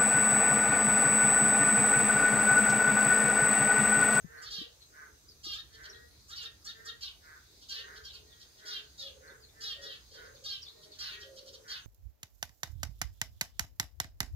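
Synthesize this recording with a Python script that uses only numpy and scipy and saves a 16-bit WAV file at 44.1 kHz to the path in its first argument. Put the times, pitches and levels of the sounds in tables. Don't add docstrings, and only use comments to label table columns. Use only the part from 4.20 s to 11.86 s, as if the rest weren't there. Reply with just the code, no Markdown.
import sys
import numpy as np
from scipy import signal
from scipy.fft import rfft, irfft
from scipy.io import wavfile
from scipy.ndimage import uniform_filter1d

SR = 44100
rng = np.random.default_rng(int(sys.argv[2]) if len(sys.argv) > 2 else 0)


def unload_audio(sound):
    columns = np.transpose(np.atleast_2d(sound))
    steps = np.round(np.clip(columns, -1, 1) * 32767)
    wavfile.write(sys.argv[1], SR, steps.astype(np.int16))


N = 337806
BEAK_OPEN, BEAK_NARROW, BEAK_SHUT = .98, .72, .66


def gain_of(db):
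    return 10 ** (np.asarray(db) / 20)


def unit_rms(x):
    return x / np.sqrt(np.mean(x ** 2) + 1e-20)


def value_at(spectrum, hz):
    f, value = np.transpose(spectrum)
    return np.interp(np.log(hz + 1), np.log(f + 1), value)


def add(mix, start, sound):
    part = mix[max(round(start * SR), 0):][:len(sound)]
    part += sound[:len(part)]


def curves(rows):
    times, *columns = np.transpose(rows)
    t = np.arange(times[0], times[-1], 1 / SR)
    return t, *(np.interp(t, times, column) for column in columns)


def wander(like, seconds):
    return unit_rms(uniform_filter1d(rng.standard_normal(len(like)), max(round(seconds * SR), 1)))


def swell(length, first_hz, last_hz, bend):
    u = np.linspace(0, 1, round(length * SR))
    return last_hz + (first_hz - last_hz) * (1 - u) ** bend, np.sin(np.pi * u ** .76) ** 1.98


def voice(hz, rough, top_hz, jitter, spread, shimmer_db, lowest=1):
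    cycles = np.cumsum(hz * (1 + jitter * wander(hz, .0071))) / SR
    orders = np.arange(lowest, int(1.3 * top_hz / hz.max()))[:, None]
    knots = gain_of(shimmer_db * rng.standard_normal((len(orders), len(hz) // 700 + 2)))
    shimmer = [np.interp(np.linspace(0, len(k) - 1, len(hz)), np.arange(len(k)), k) for k in knots]
    amplitudes = np.array(shimmer) / (1 + (orders * hz.mean() / top_hz) ** 6)
    folds = (amplitudes * np.cos(2 * np.pi * orders * cycles + spread * orders ** 2)).sum(0)
    puffs = (.4 + np.exp(-(cycles % 1) / .31)) * np.gradient(rng.standard_normal(len(hz)))
    noisy = np.clip(rough, 0, 1) ** 2
    return (1 - noisy) * unit_rms(folds) + noisy * unit_rms(puffs)


def shaped(x, spectrum, stretch, size=256):
    hz, t, z = signal.stft(x, SR, nperseg=size, noverlap=size - size // 4)
    stretch = np.interp(t * SR, np.arange(len(x)), np.clip(stretch * np.ones(len(x)), .5, 2))
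    z = z * gain_of(value_at(spectrum, hz[:, None] / stretch))
    return unit_rms(signal.istft(z, SR, nperseg=size, noverlap=size - size // 4)[1][:len(x)])


def hiss(gain, patchy_db, likeness=np.zeros_like):
    frames, hz = N // 256 + 5, np.fft.rfftfreq(1024, 1 / SR)[:, None]
    a, b, c, d, patches = rng.standard_normal((frames, 513, 5)).T
    patches = unit_rms(uniform_filter1d(uniform_filter1d(patches, 10, 0), 14, 1))
    alike = np.clip(likeness(hz), -1, 1)
    left = a + 1j * b
    right = alike * left + np.sqrt(1 - alike ** 2) * (c + 1j * d)
    z = np.array([left, right]) * gain(hz) * gain_of(patchy_db * patches)
    return unit_rms(signal.istft(z, nperseg=1024, noverlap=768)[1][:, :N])


def under_trees(x, left_late_ms, left_over_right_db, echo_db):
    # (frequency [Hz], time to fall 60 dB [s])
    leaves = [(400, 0.2), (1500, 0.35), (4000, 0.2), (10000, 0.046)]
    taps = np.zeros((2, SR // 2))
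    arrivals = np.arange(100, SR // 2 - 20, 20) + rng.integers(0, 20, (2, (SR // 2 - 101) // 20))
    np.put_along_axis(taps, arrivals, rng.choice([-1., 1.], arrivals.shape), 1)
    hz, t, z = signal.stft(taps, SR, nperseg=256)
    tail = signal.istft(z * gain_of(-60 * t / value_at(leaves, hz)[:, None]), SR, nperseg=256)[1]
    response = tail * gain_of(echo_db) / np.linalg.norm(tail[0])
    direct = np.sinc(np.arange(128) - 64 - np.array([[left_late_ms * SR / 1000], [0]]))
    response[:, :128] += direct
    balance = gain_of([[left_over_right_db / 2], [-left_over_right_db / 2]])
    return balance * signal.fftconvolve(x[None], response, axes=1)[:, 64:N + 64]


def air():
    # (frequency [Hz], relative level [dB])
    spectrum = [(65, -28), (110, -4.5), (181, -11.5), (406, -10.5), (804, -18), (1560, -19), (2570, -20.5),
                (4220, -25), (5410, -15), (6380, -16), (9270, -23), (12400, -22), (15600, -23)]
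    # (frequency [Hz], left-right likeness [0-1])
    likeness = [(60, 1), (150, 0.55), (400, 0.68), (800, 0), (3000, 0)]
    return hiss(lambda hz: gain_of(value_at(spectrum, hz)), 2.2, lambda hz: value_at(likeness, hz))


def rumble():
    # (frequency [Hz], relative level [dB])
    spectrum = [(20, -60), (40, -4), (70, 4), (95, -5), (130, -6.5), (200, -30), (400, -68)]
    shared, left, right = rng.standard_normal((N, 3)).T
    z = rfft(np.array([shared + .33 * left, shared + .57 * right]))
    return unit_rms(irfft(z * gain_of(value_at(spectrum, np.fft.rfftfreq(N, 1 / SR))), N))


def far_chorus():
    return hiss(lambda hz: np.exp(-((hz - 4350) / 1050) ** 4), patchy_db=2)


def insects():
    # (time [s], pitch [Hz])
    drift = [(0, 6500), (.45, 6400), (.7, 6330), (1.1, 6140), (1.6, 6220), (4.9, 6400), (5.1, 6520),
             (7.66, 6300)]
    pitch = np.interp(np.arange(N // 256 + 5) * 256 / SR, *np.transpose(drift))
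    return gain_of([[-1.5], [1.5]]) * hiss(lambda hz: np.exp(-((hz - pitch) / 300) ** 2), patchy_db=1.5)


def backdrop():
    # (time [s], chorus level [dB], insect level [dB], rumble level [dB])
    swells = [(0.0, -78, -73, -59), (0.49, -63.5, -73, -67), (0.79, -73, -67.5, -70),
              (1.32, -67, -73.5, -63), (3.26, -66, -74, -65.5), (3.62, -61, -65, -69),
              (3.9, -67.5, -73, -61), (4.52, -62.5, -69, -74.5), (4.65, -61.5, -67.5, -65),
              (5.29, -75.5, -73, -66.5), (5.55, -60.5, -75.5, -63.5), (6.25, -66.5, -65, -63.5),
              (6.57, -64, -78, -69.5), (6.93, -66, -64, -62.5), (7.27, -65, -80, -69.5),
              (7.66, -82, -63.5, -65.5)]
    times, *levels = np.transpose(swells)
    chorus_db, insects_db, rumble_db = (np.interp(np.arange(N) / SR, times, db) for db in levels)
    return (gain_of(-64) * air() + gain_of(chorus_db) * far_chorus()
            + gain_of(insects_db) * insects() + gain_of(rumble_db) * rumble())


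def groaning_frog(knocks_per_s=70):
    # (start [s], length [s], first ring [Hz], last ring [Hz], level [dB])
    groans = [(3.52, 0.26, 480, 439.4, -67), (4.769, 0.43, 536, 448.5, -63.5),
              (5.54, 0.21, 567, 494.5, -64.5), (5.88, 0.44, 516, 464, -65), (6.891, 0.295, 417, 388, -66.5),
              (7.0, 0.49, 557, 440.5, -61)]
    out = np.zeros(N)
    for start, length, first_hz, last_hz, db in groans:
        hz = np.linspace(first_hz, last_hz, round(length * SR))
        beat = np.cumsum(knocks_per_s * (1 + .07 * wander(hz, .03))) / SR % 1
        ring = np.sin(2 * np.pi * np.cumsum(hz * (1 + .08 * wander(hz, .006))) / SR)
        call = unit_rms(ring * (.25 + np.sin(np.pi * beat) * np.exp(-beat / .6)))
        add(out, start, gain_of(db + .47 * wander(hz, .012)) * call * signal.windows.tukey(len(hz), .4))
    return under_trees(out, left_late_ms=.03, left_over_right_db=-.1, echo_db=-3.5)


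def moaning_frog(moans):
    # (frequency [Hz], gain [dB])
    low_resonance = [(470, 0), (620, -22), (690, -12), (950, -32), (1300, -50)]
    # (frequency [Hz], gain [dB])
    buzz_resonance = [(900, -40), (1300, -16), (1580, -9), (1700, -13), (1860, 0), (2050, -18), (2600, -40)]
    out = np.zeros(N)
    for start, length, first_hz, last_hz, low_db, buzz_db in moans:
        hz, envelope = swell(length, first_hz, last_hz, bend=1.341)
        drive = voice(hz, rough=.42, top_hz=2800, jitter=.005, spread=0, shimmer_db=1.5, lowest=2)
        flutter = gain_of(5 * wander(hz, .014) - 3)
        low = gain_of(low_db) * flutter * shaped(drive, low_resonance, stretch=.68, size=1024)
        buzz = gain_of(buzz_db) * shaped(drive, buzz_resonance, stretch=.99, size=1024)
        add(out, start, np.sqrt(envelope) * (low + buzz))
    return out


def moaning_pair():
    # (start [s], length [s], first pitch [Hz], last pitch [Hz], low tone before flutter [dB], buzz [dB])
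    left_moans = [(0, 0.3, 216.9, 236.7, -66, -64.5), (.27, 0.29, 215, 245.7, -66.5, -76),
                  (1.5, 0.22, 219.5, 230, -71, -63.5), (1.7, 0.201, 231.6, 239.7, -70, -66.5),
                  (2.18, 0.15, 214.2, 234.4, -71.5, -68), (2.52, 0.26, 218.9, 236, -69.5, -60),
                  (3.5, .22, 214.5, 236.2, -69.5, -59.5), (4.05, 0.26, 233, 240.3, -84, -78.5),
                  (5.34, 0.23, 219.9, 229.5, -68, -61), (5.57, 0.23, 231.2, 243, -77, -65),
                  (6.41, 0.36, 219, 239.8, -71.5, -86), (6.93, 0.18, 233, 237.6, -87, -65.5)]
    right_moans = [(.64, 0.35, 206.5, 217, -71.5, -89), (1.6, 0.27, 203.2, 216.7, -65.5, -66.5),
                   (2.56, 0.23, 207.5, 219.6, -66, -70), (3.68, 0.2, 206.3, 219.4, -65, -73),
                   (3.9, 0.26, 211.7, 214.5, -70, -99), (4.35, 0.36, 206.3, 215.2, -62, -71),
                   (4.93, 0.39, 212, 218.3, -66.5, -81), (5.55, 0.235, 205.1, 222.6, -59.5, -65),
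                   (5.9, 0.24, 219, 222, -62, -86), (6.55, 0.25, 208, 208.4, -62.5, -84),
                   (6.9, 0.14, 203.8, 214.2, -68.5, -64)]
    left = under_trees(moaning_frog(left_moans), left_late_ms=-.42, left_over_right_db=.5, echo_db=-.78)
    right = under_trees(moaning_frog(right_moans), left_late_ms=.16, left_over_right_db=.8, echo_db=-.78)
    return left + right


def croaking_frog():
    # (start [s], length [s], first pulse rate [Hz], last pulse rate [Hz], level [dB])
    croaks = [(.08, 0.25, 157.5, 152.3, -53.5), (.71, 0.23, 163.3, 149.2, -54.5),
              (1.539, 0.23, 156.6, 153.6, -56), (3.0, 0.25, 167.2, 151.3, -56.5),
              (3.599, 0.27, 150.7, 158.4, -53.5), (4.381, 0.29, 174.3, 152.5, -55),
              (5.001, 0.21, 166.5, 148.3, -56.5), (5.921, 0.25, 176, 153.4, -56),
              (6.759, 0.25, 163.7, 150.3, -55), (7.43, 0.22, 165.3, 151.7, -53)]
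    # (frequency [Hz], gain [dB])
    sac = [(500, -29.5), (900, -23.5), (1300, -13), (1550, -3.5), (1800, -13), (2100, -14.5), (2600, -35)]
    out = np.zeros(N)
    for start, length, first_hz, last_hz, db in croaks:
        hz, envelope = swell(length, first_hz, last_hz, bend=2.554)
        pulses = voice(hz, rough=.78, top_hz=2800, jitter=.02, spread=0, shimmer_db=1.5, lowest=3)
        add(out, start, gain_of(db) * envelope * shaped(pulses, sac, stretch=1, size=512))
    return under_trees(out, left_late_ms=-.45, left_over_right_db=-1, echo_db=-4.5)


def whistle(hz):
    trembling_hz = hz * (1 + .028 * wander(hz, .002))
    return gain_of(6 * wander(hz, .004)) * np.sin(2 * np.pi * np.cumsum(trembling_hz) / SR)


def small_bird():
    # (time from its start [s], pitch [Hz], relative level [dB])
    song = [(0, 4700, -12), (.007, 5600, -8), (.014, 5750, -8), (.021, 4750, -1), (.027, 4400, -19),
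            (.036, 4450, -6), (.056, 3350, -7), (.066, 3450, -7), (.077, 4300, -4), (.088, 4800, -25)]
    # (start [s], level [dB])
    entries = [(1.69, -51), (3.838, -50), (6.412, -47)]
    # (start [s], length [s], first pitch [Hz], last pitch [Hz], level [dB])
    chirps = [(0.169, 0.03, 4430, 4200, -62.5), (0.6, 0.04, 4320, 3820, -61),
              (1.083, .016, 4800, 5200, -57), (1.097, 0.032, 5000, 4220, -62.5),
              (2.397, 0.017, 3900, 5300, -70), (2.42, 0.016, 5300, 3640, -63),
              (4.062, 0.096, 4540, 3030, -65), (5.073, .016, 4100, 4360, -63),
              (5.089, 0.029, 4000, 3410, -65), (5.202, 0.016, 4600, 5500, -64.5),
              (5.21, 0.05, 5100, 3800, -63.5), (5.285, 0.021, 3600, 3710, -59.5),
              (5.32, .018, 3900, 4460, -75), (6.038, .03, 5600, 4560, -63), (6.145, 0.04, 5500, 2770, -59),
              (6.713, 0.029, 5200, 3310, -54.5)]
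    out = np.zeros(N)
    _, hz, contour_db = curves(song)
    for start, db in entries:
        add(out, start, gain_of(contour_db + db) * whistle(hz))
    for start, length, first_hz, last_hz, db in chirps:
        glide = np.geomspace(first_hz, last_hz, round(length * SR))
        add(out, start, gain_of(db) * whistle(glide) * signal.windows.tukey(len(glide), .6))
    return under_trees(out, left_late_ms=-.36, left_over_right_db=1.5, echo_db=-2.5)


def microphone_bumps(t60_s=.059, attack_s=.00071):
    # (time [s], level before each side's gain [dB], ring [Hz])
    bumps = [(0.045, -37, 166), (0.385, -47.5, 179), (0.408, -51.5, 218), (0.414, -44.5, 306),
             (1.266, -49.5, 327)]
    out, t = np.zeros(N), np.arange(2000) / SR
    for start, db, hz in bumps:
        envelope = gain_of(db - 60 * t / t60_s) * (1 - np.exp(-t / attack_s))
        add(out, start, envelope * np.sin(2 * np.pi * hz * t))
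    return out * gain_of([[8], [-12]])


def frayed(effort_db):
    return np.minimum(.62 + .022 * (effort_db.max() - effort_db), 1)


def bird_calls(onset_db=-10.5, scoop_hz=25.05, chest_db=-21, beak_wide=1.15):
    # (start [s], rise [s], hold [s], effort at the hold's start and end [dB],
    # pitch at the hold's start, middle and end and after the fade [Hz])
    squawks = [ (.3, 0.024, 0.096, -41.5, -44.5, 417, 403.3, 386.3, 341),
               (1.229, 0.026, 0.083, -43, -42, 418, 405, 396.3, 347),
               (2.151, .018, 0.061, -44, -46.5, 388.3, 363, 352, 325),
               (2.805, .027, 0.051, -42, -48.5, 402, 383, 366.5, 318),
               (3.482, 0.025, 0.1, -41.5, -48, 403, 382, 360.4, 326),
               (3.835, 0.019, 0.049, -49.5, -56.5, 408, 397, 377, 350),
               (3.931, 0.023, 0.0095, -47.5, -54.5, 368, 363.6, 360, 331),
               (4.45, 0.036, 0.087, -42.5, -43.5, 422.6, 410.6, 395, 349),
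               (4.775, 0.022, 0.076, -45.5, -47, 485, 424, 413.6, 317),
               (5.401, 0.038, 0.089, -41, -43.5, 427.6, 417.3, 395, 345),
               (5.61, 0.023, 0.1, -48.5, -48, 434, 408, 382, 326),
               (5.906, 0.041, 0.054, -53.5, -63, 414, 395.5, 385, 353),
               (6.234, 0.029, 0.094, -41.5, -44.5, 416.4, 401, 391.6, 347),
               (6.782, .027, .14, -41, -50, 412, 363, 321.4, 283),
               (7.001, 0.021, 0.015, -49, -55, 398, 403, 385, 360),
               (7.475, 0.039, .056, -41.5, -47.5, 409, 385, 363, 337)]
    # (start [s], climb [s], early effort [dB], early pitch [Hz],
    # top effort [dB], top pitch [Hz])
    yelps = [(.215, 0.075, -50.5, 402, -49, 463), (1.33, 0.069, -49.5, 400, -47, 472),
             (2.08, 0.059, -53, 390, -46, 485.5), (2.215, 0.046, -52, 387, -44, 472),
             (2.44, .062, -49, 410.6, -43, 478), (2.645, 0.051, -49, 409.5, -42, 479.5)]
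    # (time of the middle [s], effort there [dB])
    rasps = [(1.539, -59), (1.644, -53), (3.425, -57), (3.764, -55), (4.212, -56.5), (4.385, -62),
             (6.051, -65), (6.631, -58), (6.746, -61.5), (7.174, -53), (7.273, -54.5), (7.338, -54.5)]
    for start, rise, hold, first_db, last_db, *hz in squawks:
        times = start + np.cumsum([0, rise, hold / 2, hold / 2, .052])
        db = np.array([first_db + onset_db, first_db, (first_db + last_db) / 2, last_db, last_db - 21])
        pitch = [hz[0] - scoop_hz, *hz]
        beak = [BEAK_OPEN, BEAK_OPEN, (BEAK_OPEN + BEAK_NARROW) / 2, BEAK_NARROW, BEAK_SHUT]
        yield np.transpose([times, db, pitch, frayed(db), beak, [chest_db] * 5])
    for start, climb, first_db, first_hz, top_db, top_hz in yelps:
        times = start + np.array([0, .014, climb, climb + .028])
        db = np.array([first_db + onset_db, first_db, top_db, top_db - 20])
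        pitch = [first_hz - scoop_hz, first_hz, top_hz, top_hz - 110]
        beak = [beak_wide, beak_wide, BEAK_NARROW, BEAK_SHUT]
        yield np.transpose([times, db, pitch, frayed(db), beak, [chest_db + 11] * 4])
    rasp_hz, rasp_rough, rasp_beak = 400, .97, .86
    for middle, db in rasps:
        yield [(middle - .017, db + onset_db, rasp_hz, rasp_rough, beak_wide, chest_db),
               (middle, db, rasp_hz, rasp_rough, rasp_beak, chest_db),
               (middle + .022, db + 2.5, rasp_hz, rasp_rough, rasp_beak, chest_db)]


def squawking_bird(base_hz=422.5):
    # (frequency [Hz], gain [dB])
    throat = [(600, -40), (1800, -30), (2150, -30), (2500, -17), (2900, -11), (3300, 5), (3750, -6),
              (4300, -10), (6000, -8), (8500, -50), (15500, -53)]
    # (frequency [Hz], gain [dB])
    chest = [(600, -30), (1000, -28), (1250, -6), (1650, 0), (1900, -12), (2200, -30), (3000, -45)]
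    # (frequency [Hz], gain [dB])
    open_beak = [(3000, -40.5), (4000, -11), (4700, 0), (5500, -4), (7000, -11), (8800, -22.5),
                 (15500, -29.5)]
    # (frequency [Hz], gain [dB])
    breath_colour = [(7000, -23), (9500, -12), (12000, -1), (14000, 13), (15700, -18)]
    out = np.zeros(N)
    breath = shaped(rng.standard_normal(SR // 2), breath_colour, stretch=.87)
    for points in bird_calls():
        t, effort_db, hz, rough, beak, chest_db = curves(points)
        syrinx = voice(hz, rough, top_hz=5200, jitter=.006, spread=.3, shimmer_db=3.5)
        gape = np.clip((beak - BEAK_NARROW) / (BEAK_OPEN - BEAK_NARROW), 0, 1.5) ** 2
        call = gain_of(-7 * gape) * shaped(syrinx, throat, hz / base_hz)
        call += gain_of(.5) * shaped(syrinx, open_beak, beak)
        call += gain_of(chest_db) * shaped(syrinx, chest, hz / base_hz)
        call /= np.sqrt(uniform_filter1d(call ** 2, 900) + 1e-3)
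        call += gain_of(-23) * breath[rng.integers(SR // 4):][:len(t)]
        unsteady_db = effort_db + wander(t, .011)
        add(out, t[0], gain_of(unsteady_db) * call * signal.windows.tukey(len(t), .1))
    return under_trees(out, left_late_ms=.27, left_over_right_db=-1.4, echo_db=-3.5)


def scene():
    near_bird = squawking_bird()
    frogs = croaking_frog() + moaning_pair() + groaning_frog()
    return near_bird + frogs + small_bird() + microphone_bumps() + backdrop()


def record(dry):
    lowpass = signal.firwin(511, cutoff=15720, window=("kaiser", 9), fs=SR)
    return signal.oaconvolve(dry, lowpass[None], "same", axes=1)


dry = scene()
out = record(dry)
unload_audio(out)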